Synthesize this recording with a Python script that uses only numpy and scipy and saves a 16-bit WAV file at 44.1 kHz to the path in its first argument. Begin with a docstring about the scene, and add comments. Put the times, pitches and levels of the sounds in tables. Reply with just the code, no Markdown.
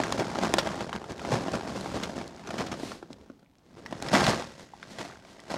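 """Charcoal poured from a paper bag

Briquettes slide out of a paper bag and knock onto a heap in a metal pan that lies on the dirt. Each blow sums
damped resonances (thud, knock) and filtered noise (crunch); the pan is a set of modes choked by the ground.
The bag is then set down against a wire basket, a second set of modes, and its load slumps and settles.
Grit, creasing paper and soft brushing are shaped noise and clicks; a campfire flutters and ticks nearby."""
import sys
import numpy as np
from scipy import signal
from scipy.fft import rfft, irfft
from scipy.io import wavfile
from scipy.ndimage import uniform_filter1d

SR = 44100
rng = np.random.default_rng(int(sys.argv[2]) if len(sys.argv) > 2 else 0)


def master(y):
    """Save y as 16-bit WAV."""
    cut = np.clip(np.atleast_2d(y).T, -1, 1)
    pcm = np.round(cut * 32767)  # scale
    wavfile.write(sys.argv[1], SR, pcm.astype(np.int16))


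N = 245708
TIME = np.arange(N) / SR  # s
SHORT = TIME[:4096]  # time axis of a single contact, s
SET_DOWN_S = 3.7  # from here on the basket rings instead of the pan

# Spectrum of crushed charcoal. Each row: frequency in Hz, density in dB per Hz.
CRUNCH_SPECTRUM = [(700, -2.5), (1500, 1.5), (2300, 0.5), (3300, -1), (5000, -5), (7000, -9.5),
                   (9500, -18.5), (12000, -26), (16000, -33)]
# Spectrum of scraping grit and paper. Each row: frequency in Hz, density in dB per Hz.
GRIT_SPECTRUM = [(700, -18.5), (1500, 4.5), (2200, 0), (3200, 0), (5000, -0.5), (6800, -4.5), (9000, -12),
                 (12000, -21.5), (16000, -38)]


def undb(db):
    """Amplitude gain is ten to the power of a twentieth of the decibels."""
    return 10 ** (np.asarray(db) / 20)


def unit(x):
    """Normalise the mean power: scale to rms 1."""
    return x / np.sqrt(np.mean(x ** 2))


def burst(x, db):
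    """Level by energy: a short sound's energy, spread over 10 ms, has this level."""
    return x * undb(db) * np.sqrt(0.01 * SR / np.sum(x ** 2))


def add(out, s, x):
    """Superposition: mix x into out at time s."""
    start = int(np.clip(s * SR, 0, N - 1))
    out[start:start + len(x)] += x[:N - start]


def colour(x, points):
    """Minimum-phase filtering: folding the cepstrum makes a causal filter through (Hz, dB) points."""
    size = len(SHORT)
    hz, db = np.transpose(points)
    bins_hz = np.arange(size // 2 + 1) * SR / size
    curve_db = np.interp(np.log(bins_hz + 1), np.log(hz), db)
    cepstrum = irfft(np.log(undb(curve_db)))
    cepstrum[1:size // 2] *= 2
    cepstrum[size // 2 + 1:] = 0
    response = irfft(np.exp(rfft(cepstrum)))
    return signal.fftconvolve(x, response)[:len(x)]


def ring(x, modes):
    """Modal synthesis: x drives decaying modes (Hz, dB, t60), each with gain near its dB at resonance."""
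    t = TIME[:SR // 2]
    response = np.zeros(len(t))
    for hz, db, t60 in modes:
        resonance_scale = 2 * np.log(1000) / (t60 * SR)
        response += undb(db - 60 * t / t60) * np.cos(2 * np.pi * hz * t) * resonance_scale
    return signal.fftconvolve(x, response)[:N]


def knock(hz, cycles, push):
    """Heavily damped resonance: it decays over `cycles`; the contact builds up over `push` cycles."""
    turns = hz * SHORT
    contact_rise = (1 - np.exp(-turns / push)) ** 2
    phase = rng.uniform(0, 2 * np.pi)
    swing = np.exp(-turns / cycles) * contact_rise * np.sin(2 * np.pi * turns + phase)
    return np.gradient(swing)


def specks(rate, spread_db):
    """Random impulse process at `rate` per second: many tiny clicks, a few large."""
    size = undb(spread_db * np.minimum(rng.exponential(size=N), 5))
    occurs = rng.random(N) < rate / SR
    return occurs * size * rng.choice([-1, 1], N)


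def campfire():
    """Turbulence noise: a low flutter of the flames, with sparse impulses as small dry ticks."""
    # Spectrum of the flames. Each row: frequency in Hz, density in dB per Hz.
    fire_spectrum = [(18, 9), (35, 5.5), (120, 5.5), (280, 4.5), (400, -10.5), (800, -5.5), (1500, -20),
                     (3500, -19), (6000, -27.5), (15000, -30.5)]
    flames = unit(colour(rng.standard_normal(N), fire_spectrum))
    ticks = unit(colour(specks(rate=30, spread_db=3), CRUNCH_SPECTRUM))
    return undb(-64) * flames + undb(-79) * ticks


def outdoors(x, wet_db, t60):
    """Diffuse scattering: a faint, short decaying noise tail from ground, stones and woodpile."""
    t = TIME[:SR // 2]
    first_return_s = 0.004
    tail = rng.standard_normal(len(t)) * np.exp(-np.log(1000) * t / t60) * (t > first_return_s)
    tail = colour(tail, [(100, 6), (1500, 2), (6000, -17), (15000, -3.5)])
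    tail /= np.sqrt(np.sum(tail ** 2))
    return x + undb(wet_db) * signal.fftconvolve(x, tail)[:N]


def brushing():
    """Friction noise: dense fine clicks swell softly as paper or a shirt sleeve brushes past."""
    # Passing strokes. Each row: middle in seconds, half width in seconds, level in dB.
    strokes = [(1.87, 0.16, -47.5), (2.869, 0.068, -42.5), (4.62, 0.021, -53.5), (4.92, 0.019, -49),
               (5.31, 0.039, -55)]
    # Spectrum of the friction. Each row: frequency in Hz, density in dB per Hz.
    brush_spectrum = [(400, 9), (1200, 0), (2500, -1.5), (4200, 0), (6500, -6), (9000, -10.5), (13500, -23),
                      (16000, -40)]
    swell = np.zeros(N)
    for s, width, db in strokes:
        swell += undb(db) * np.exp(-0.5 * ((TIME - s) / width) ** 2)
    return swell * unit(colour(specks(rate=5000, spread_db=0.5), brush_spectrum))


def pops():
    """Strong damping: little pitched ticks and pops die within a few cycles."""
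    # Ticks and pops. Each row: start in seconds, pitch in Hz, level in dB.
    pop_times = [(3.393, 1500, -70), (3.461, 2260, -68), (4.7357, 834, -42.5), (5.099, 1190, -51),
                 (5.122, 1530, -50), (5.157, 1460, -53), (5.396, 1970, -53)]
    out = np.zeros(N)
    for s, hz, db in pop_times:
        add(out, s, burst(knock(hz, cycles=2.1, push=0.7), db))
    return out


def snaps():
    """Brittle fracture: creasing paper and chipping charcoal give noise clicks about a millisecond long."""
    # Bright snaps. Each row: start in seconds, peak in dB before a common cut of 1 dB.
    snap_times = [(0.0692, -37), (0.1239, -12), (0.5389, -7), (0.572, -29), (0.5849, -27), (0.756, -30),
                  (1.12, -30), (1.18, -34), (1.5195, -32), (1.81, -27.5), (2.278, -31.5), (2.363, -39),
                  (3.13, -33.5), (3.395, -53.5), (3.584, -51), (3.863, -41), (4.0242, -21), (4.268, -34),
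                  (4.288, -19), (4.304, -23), (5.085, -37), (5.402, -36.5)]
    # Spectrum of a snap. Each row: frequency in Hz, density in dB per Hz.
    snap_spectrum = [(800, -2), (2000, -5.5), (4000, 1.5), (6800, -1), (9000, -11.5), (11000, -12),
                     (13000, -35), (16000, -24)]
    decay_s = 0.0013
    out = np.zeros(N)
    for s, db in snap_times:
        click = colour(rng.standard_normal(len(SHORT)) * np.exp(-SHORT / decay_s), snap_spectrum)
        add(out, s, undb(db - 1) * click / np.max(np.abs(click)))
    return out


def contact(thud_hz, knock_hz, hollow=0):
    """Impact of two bodies: the low thud of what lies beneath and a knock of three choked modes."""
    thud = burst(knock(thud_hz, cycles=0.87 + hollow, push=0.47), 0)
    first = knock(knock_hz, cycles=1.72, push=0.3)
    second = knock(knock_hz * rng.uniform(1.35, 1.9), cycles=2.9, push=0.9)
    third = knock(knock_hz * rng.uniform(2.1, 3.1), cycles=3.8, push=1.6)
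    lump = burst(first, 0) + burst(second, -8) + burst(third, -12)
    return thud, lump


def flow():
    """Granular flow: powers add of a steady creep and of avalanches that swell quickly and run out."""
    # Creep while the bag is tipped, then raised. Each row: time in seconds, level in dB.
    pour = [(0, -35), (.3, -38), (.72, -37), (.9, -46), (1.0, -49.5), (1.17, -47.5), (1.3, -36),
            (1.62, -42.5), (2.05, -41), (2.22, -47.5), (2.32, -52), (2.44, -50), (2.55, -41), (2.92, -51.5),
            (3.0, -61), (3.28, -64), (3.35, -69.5), (3.52, -80)]
    # Creep while the bag is swung aside, put down and let go. Each row: time in seconds, level in dB.
    handling = [(3.68, -66), (3.98, -48.5), (4.1, -40), (4.2, -27), (4.33, -32.5), (4.47, -48.5),
                (4.7, -65), (4.8, -58.5), (5.06, -47), (5.22, -59), (5.45, -54.5), (5.57, -39.5)]
    # Small avalanches as the load gives way. 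Each row: peak time in seconds, level in dB, decay in seconds.
    surges = [(0.2, -30.5, 0.015), (0.439, -27.5, 0.04), (0.595, -51, 0.034), (0.674, -43, 0.016),
              (0.815, -35.5, 0.028), (0.962, -35.5, 0.012), (1.112, -38, 0.013), (1.333, -27.5, 0.037),
              (1.548, -31, 0.025), (1.69, -37.5, 0.026), (1.77, -37, 0.016), (1.962, -33.5, 0.019),
              (2.03, -42, 0.029), (2.177, -38.5, 0.057), (2.488, -45, 0.028), (2.61, -32, 0.024),
              (2.732, -36.5, 0.0082), (2.925, -52, .015), (3.125, -55, .02), (3.21, -61, 0.031),
              (3.788, -54, 0.016), (3.92, -50, 0.042), (4.062, -38.5, 0.03), (4.146, -21.5, 0.048),
              (4.295, -25, 0.013), (4.41, -46, 0.033), (4.601, -53, 0.059), (5.01, -39.5, 0.027),
              (5.519, -36.5, 0.027)]
    rise_s = 0.015
    power = undb(np.interp(TIME, *np.transpose(pour + handling))) ** 2
    for s, db, decay in surges:
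        before, after = np.maximum(s - TIME, 0), np.maximum(TIME - s, 0)
        surge = undb(db) * np.exp(-0.5 * (before / rise_s) ** 2 - after / decay)
        power = power + surge ** 2
    return np.sqrt(power)


def steady(x):
    """Short-time power normalisation over about 30 ms: single contacts stand out, the load stays even."""
    power = uniform_filter1d(x ** 2, int(0.03 * SR))
    power = uniform_filter1d(power, int(0.015 * SR))
    return x / np.sqrt(power + 1e-3)


def tumble(count, spread_db):
    """Random collisions: lumps bump at uneven times, giving thuds, knocks and the force of contact."""
    thuds, knocks, force = np.zeros((3, N))
    press = np.exp(-SHORT / 0.003) - np.exp(-SHORT / 0.0006)  # slower release, fast onset
    for k, (when, strength, size, height, softness) in enumerate(rng.random((count, 5))):
        s = (k + 2.5 * when - 1) / count * N / SR
        db = spread_db * strength ** 2
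        thud, lump = contact(thud_hz=145 * 3.06 ** height, knock_hz=510 * 2.423 ** size)
        add(thuds, s, undb(db + 3.3 * softness) * thud)  # blows on the paper wall thud more
        add(knocks, s, undb(db - 12.3 * size) * lump)  # small lumps (size near 1) knock higher and weaker
        add(force, s, undb(db - 9.3 * softness) * press)
    return unit(thuds), unit(knocks), unit(force)


def crumbs(count, low_hz, high_hz, cycles):
    """Resonance scales with size: chips of each size tick drily at their own pitch and times."""
    mix = np.zeros(N)
    for hz in np.geomspace(low_hz, high_hz, count):
        tick = burst(knock(hz, cycles, push=0.35), 0)
        ticks = signal.oaconvolve(specks(rate=230, spread_db=3.4), tick)[:N]
        mix += np.sqrt(hz) * ticks
    return unit(colour(mix, GRIT_SPECTRUM))


def sliding():
    """Friction and collision in a moving load: lumps bump each other and paper, grit scrapes, the bag sags."""
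    # Balance against the knocks as the load moves from the mouth to the bottom of the bag.
    # Each row: time in seconds, thuds in dB, grit and paper in dB.
    balance = [(0, -1, -8), (1.6, 1.5, -8), (2.7, 2, -7), (3.2, 7, -5.5), (3.8, 6.5, -4.5),
               (4.15, -2.5, -6.5), (4.75, 2, 0), (5.05, -0.5, -3.5), (5.57, -1.5, -6)]
    # Spectrum of the sagging bag. Each row: frequency in Hz, density in dB per Hz.
    sag_spectrum = [(15, -9), (30, -22), (50, -5.5), (80, 0.5), (110, -1.5), (170, -4), (300, -26.5),
                    (1000, -76.5)]
    s, thud_points, grit_points = np.transpose(balance)
    thud_db = np.interp(TIME, s, thud_points)
    grit_db = np.interp(TIME, s, grit_points)

    thuds, knocks, force = tumble(count=1400, spread_db=6.5)
    sag = unit(colour(rng.standard_normal(N) * force, sag_spectrum))
    # grit sounds mostly where lumps touch
    scrape = unit(colour(rng.standard_normal(N) * (force + 0.2), GRIT_SPECTRUM))
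    chips = crumbs(count=9, low_hz=1700, high_hz=10500, cycles=2.8)
    paper = unit(colour(specks(rate=900, spread_db=2.5), GRIT_SPECTRUM))

    body = undb(-0.5) * steady(thuds) + undb(-8) * sag
    dust = undb(-0.28) * steady(scrape + undb(-6.5) * chips + undb(-5) * paper)
    return flow() * (undb(-1) * steady(knocks) + undb(thud_db) * body + undb(grit_db) * dust)


def crunch(decay, spread_db, tail_db, tail_s, rise_s):
    """Crushing noise: clicks of crumbs thicken as the lump presses in, then scatter."""
    size_db = spread_db * rng.standard_normal(len(SHORT))
    clicks = rng.standard_normal(len(SHORT)) * undb(size_db)
    release = np.exp(-SHORT / decay) + undb(tail_db) * np.exp(-SHORT / tail_s)
    pressure = (1 - np.exp(-SHORT / rise_s)) * release
    return colour(clicks * pressure, CRUNCH_SPECTRUM)


def gritty(decay):
    """Noise-driven resonance: the crunch of a lump's surface excites a brittle ring of its own."""
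    crushed = crunch(decay, spread_db=0.5, tail_db=-10.5, tail_s=0.0085, rise_s=0.0003)
    resonance = knock(rng.uniform(2400, 6000), cycles=4, push=0.3)
    brittle = signal.fftconvolve(crushed, resonance)[:len(SHORT)]
    return unit(crushed) + undb(-10) * unit(brittle)


def blows():
    """Contact stiffness sets the spectrum: soft landings thud, hard ones knock and crunch; scrapes crunch."""
    # Lumps striking heap, pan or bag. Each row: start in seconds, level in dB before the
    # hardness weighting, hardness from 0 to 1, knock pitch in Hz.
    strikes = [(0.0011, -22.5, 0.35, 612), (0.0356, -33.5, 0.98, 1610), (0.1241, -27.5, .6, 1110),
               (0.143, -34, 0.17, 710), (0.1969, -28.5, 0.73, 640), (0.206, -26, 0, 840),
               (0.22, -27.5, 0.2, 660), (0.3554, -30, 0.48, 810), (0.369, -37, .05, 686),
               (0.386, -24.5, 0.56, 590), (0.4271, -33, 0.6, 570), (0.4378, -25.5, 0.2, 706),
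               (0.453, -39.5, 1, 845), (0.539, -19.5, 0.45, 702), (0.569, -32, 0.4, 705),
               (0.5834, -22.5, 0.86, 575), (0.662, -34.5, 0.74, 710), (0.6709, -27, .6, 610),
               (0.7216, -44, .45, 640), (0.806, -37, 0.88, 670), (0.8927, -38, 0.63, 770),
               (0.929, -34.5, 0.78, 1084), (0.948, -38, 0, 430), (1.016, -39, 0.4, 765),
               (1.0412, -39, 0.49, 840), (1.1123, -38, 0, 474), (1.194, -44.5, 1, 910),
               (1.215, -42, 0.7, 700), (1.2485, -31, 0.48, 796), (1.322, -34, .65, 864),
               (1.354, -33, 0.77, 1095), (1.4612, -35, 0.2, 674), (1.4819, -28.5, .45, 700),
               (1.539, -30, 0.32, 636), (1.6092, -40.5, 0.76, 850), (1.651, -34.5, 0, 596),
               (1.7573, -36.5, 0.05, 570), (1.8593, -31.5, 0.35, 756), (1.9603, -35, .4, 504),
               (2.0954, -33.5, 0.4, 595), (2.1638, -35.5, .1, 530), (2.213, -35, 0.4, 790),
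               (2.3945, -50.5, 0.9, 670), (2.505, -36, 0.88, 660), (2.5403, -33, 0.44, 687),
               (2.5986, -36, 0.5, 640), (2.6152, -32, 0.47, 1080), (2.74, -36, 0.5, 655),
               (2.7972, -36.5, 0.47, 554), (2.8322, -31, 0.1, 644), (2.9177, -39, 0.77, 1100),
               (3.0264, -39, 0.26, 770), (3.1031, -41.5, 0.15, 580), (3.299, -39.5, 0, 588),
               (3.4268, -55.5, 0.33, 533), (3.861, -42.5, 0.98, 920), (3.9253, -30.5, 0.45, 600),
               (4.0238, -34.5, 0.43, 607), (4.1404, -18, 0.26, 626), (4.151, -24, 1, 1100),
               (4.164, -18.5, 0.4, 745), (4.1963, -42, .6, 725), (4.2052, -31, 0.77, 785),
               (4.2761, -25.5, 0.6, 640), (4.3105, -32, 0.9, 610), (4.333, -29, .6, 830),
               (4.3962, -33, 0.6, 535), (4.422, -39.5, 0.83, 810), (4.5952, -48, 0.8, 570),
               (4.8286, -41.5, 0.64, 1460), (4.9854, -38.5, 0.89, 596), (5.0102, -43, 1, 850),
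               (5.0498, -46.5, 1, 700), (5.249, -49.5, 0.76, 680), (5.3934, -53.5, .65, 1150),
               (5.5028, -40.5, 0.93, 580), (5.5409, -29.5, .55, 590)]
    # A lump grinding over others or over the paper. Each row: start in seconds, level in dB, decay in seconds.
    scrapes = [(0.0183, -42.5, 0.0032), (0.5867, -25.5, 0.012), (2.0329, -31.5, 0.0098),
               (2.472, -42, .0045), (2.5814, -35, 0.014), (2.6638, -40, 0.01), (2.7161, -39, 0.01),
               (4.0852, -35, 0.0034), (4.241, -27, 0.0087), (4.266, -24.5, 0.0015), (4.2881, -38, 0.0031)]
    thud_ratio = 0.435  # pitch of the thud over that of the knock
    hollow_cycles = 0.43  # how much longer the softest landing's thud rings than the hardest's
    # what the hardest blow lacks in thud, and the softest in knock and crunch
    hard_thud_db, soft_knock_db, soft_crunch_db = -26, -10.5, -24
    out = np.zeros(N)
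    for s, db, hard, hz in strikes:
        soft = 1 - hard
        thud, lump = contact(thud_ratio * hz, hz, hollow_cycles * soft ** 2)
        add(out, s, burst(thud, db + hard_thud_db * hard ** 2))
        add(out, s, burst(lump, db + soft_knock_db * soft ** 2))
        add(out, s, burst(gritty(decay=0.003), db + soft_crunch_db * soft))
    for s, db, decay in scrapes:
        add(out, s, burst(gritty(decay), db))
    return out


def pan(x):
    """Modes of a plate: sheet metal rings when driven, damped by soil and charcoal."""
    # Each row: mode frequency in Hz, relative gain in dB, t60 in seconds.
    pan_modes = [(1380, 8, 0.031), (2440, -0.5, 0.076), (3030, 0, 0.083), (3300, 10, 0.072),
                 (4750, -11, 0.083), (5400, -21, .07), (6670, -7, .05), (7900, -17, .06)]
    return undb(-9) * ring(x, pan_modes)


def basket(x):
    """Modes of a wire frame: the basket that the bag leans on rings when driven."""
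    # Each row: mode frequency in Hz, relative gain in dB, t60 in seconds.
    basket_modes = [(1346, -3, 0.1), (1580, -4, 0.081), (1936, 2.5, 0.15), (1970, 3, 0.037),
                    (2125, -4, 0.04), (3740, -4, 0.18), (4260, -2, 0.15), (4550, -9, .2), (5170, -5, 0.15),
                    (5300, 4, 0.18), (5570, -10, 0.14)]
    return undb(-4) * ring(x, basket_modes)


def scene():
    """Coupled resonators: blows and snaps ring the pan; once the bag is down, its load too shakes the basket."""
    struck = blows() + snaps()
    direct = struck + sliding()
    ringing = pan(struck * (TIME < SET_DOWN_S)) + basket(direct * (TIME >= SET_DOWN_S))
    near = direct + ringing + brushing() + pops()
    return (outdoors(near, wet_db=-19, t60=0.2) + campfire())[None]


def record(dry):
    """Band limiting: the microphone loses the deepest rumble and the very top."""
    high_pass = signal.butter(2, 28, "high", fs=SR, output="sos")
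    low_pass = signal.ellip(8, 0.2, 70, 15800, fs=SR, output="sos")
    return signal.sosfilt(low_pass, signal.sosfilt(high_pass, dry))


dry = scene()
out = record(dry)
master(out)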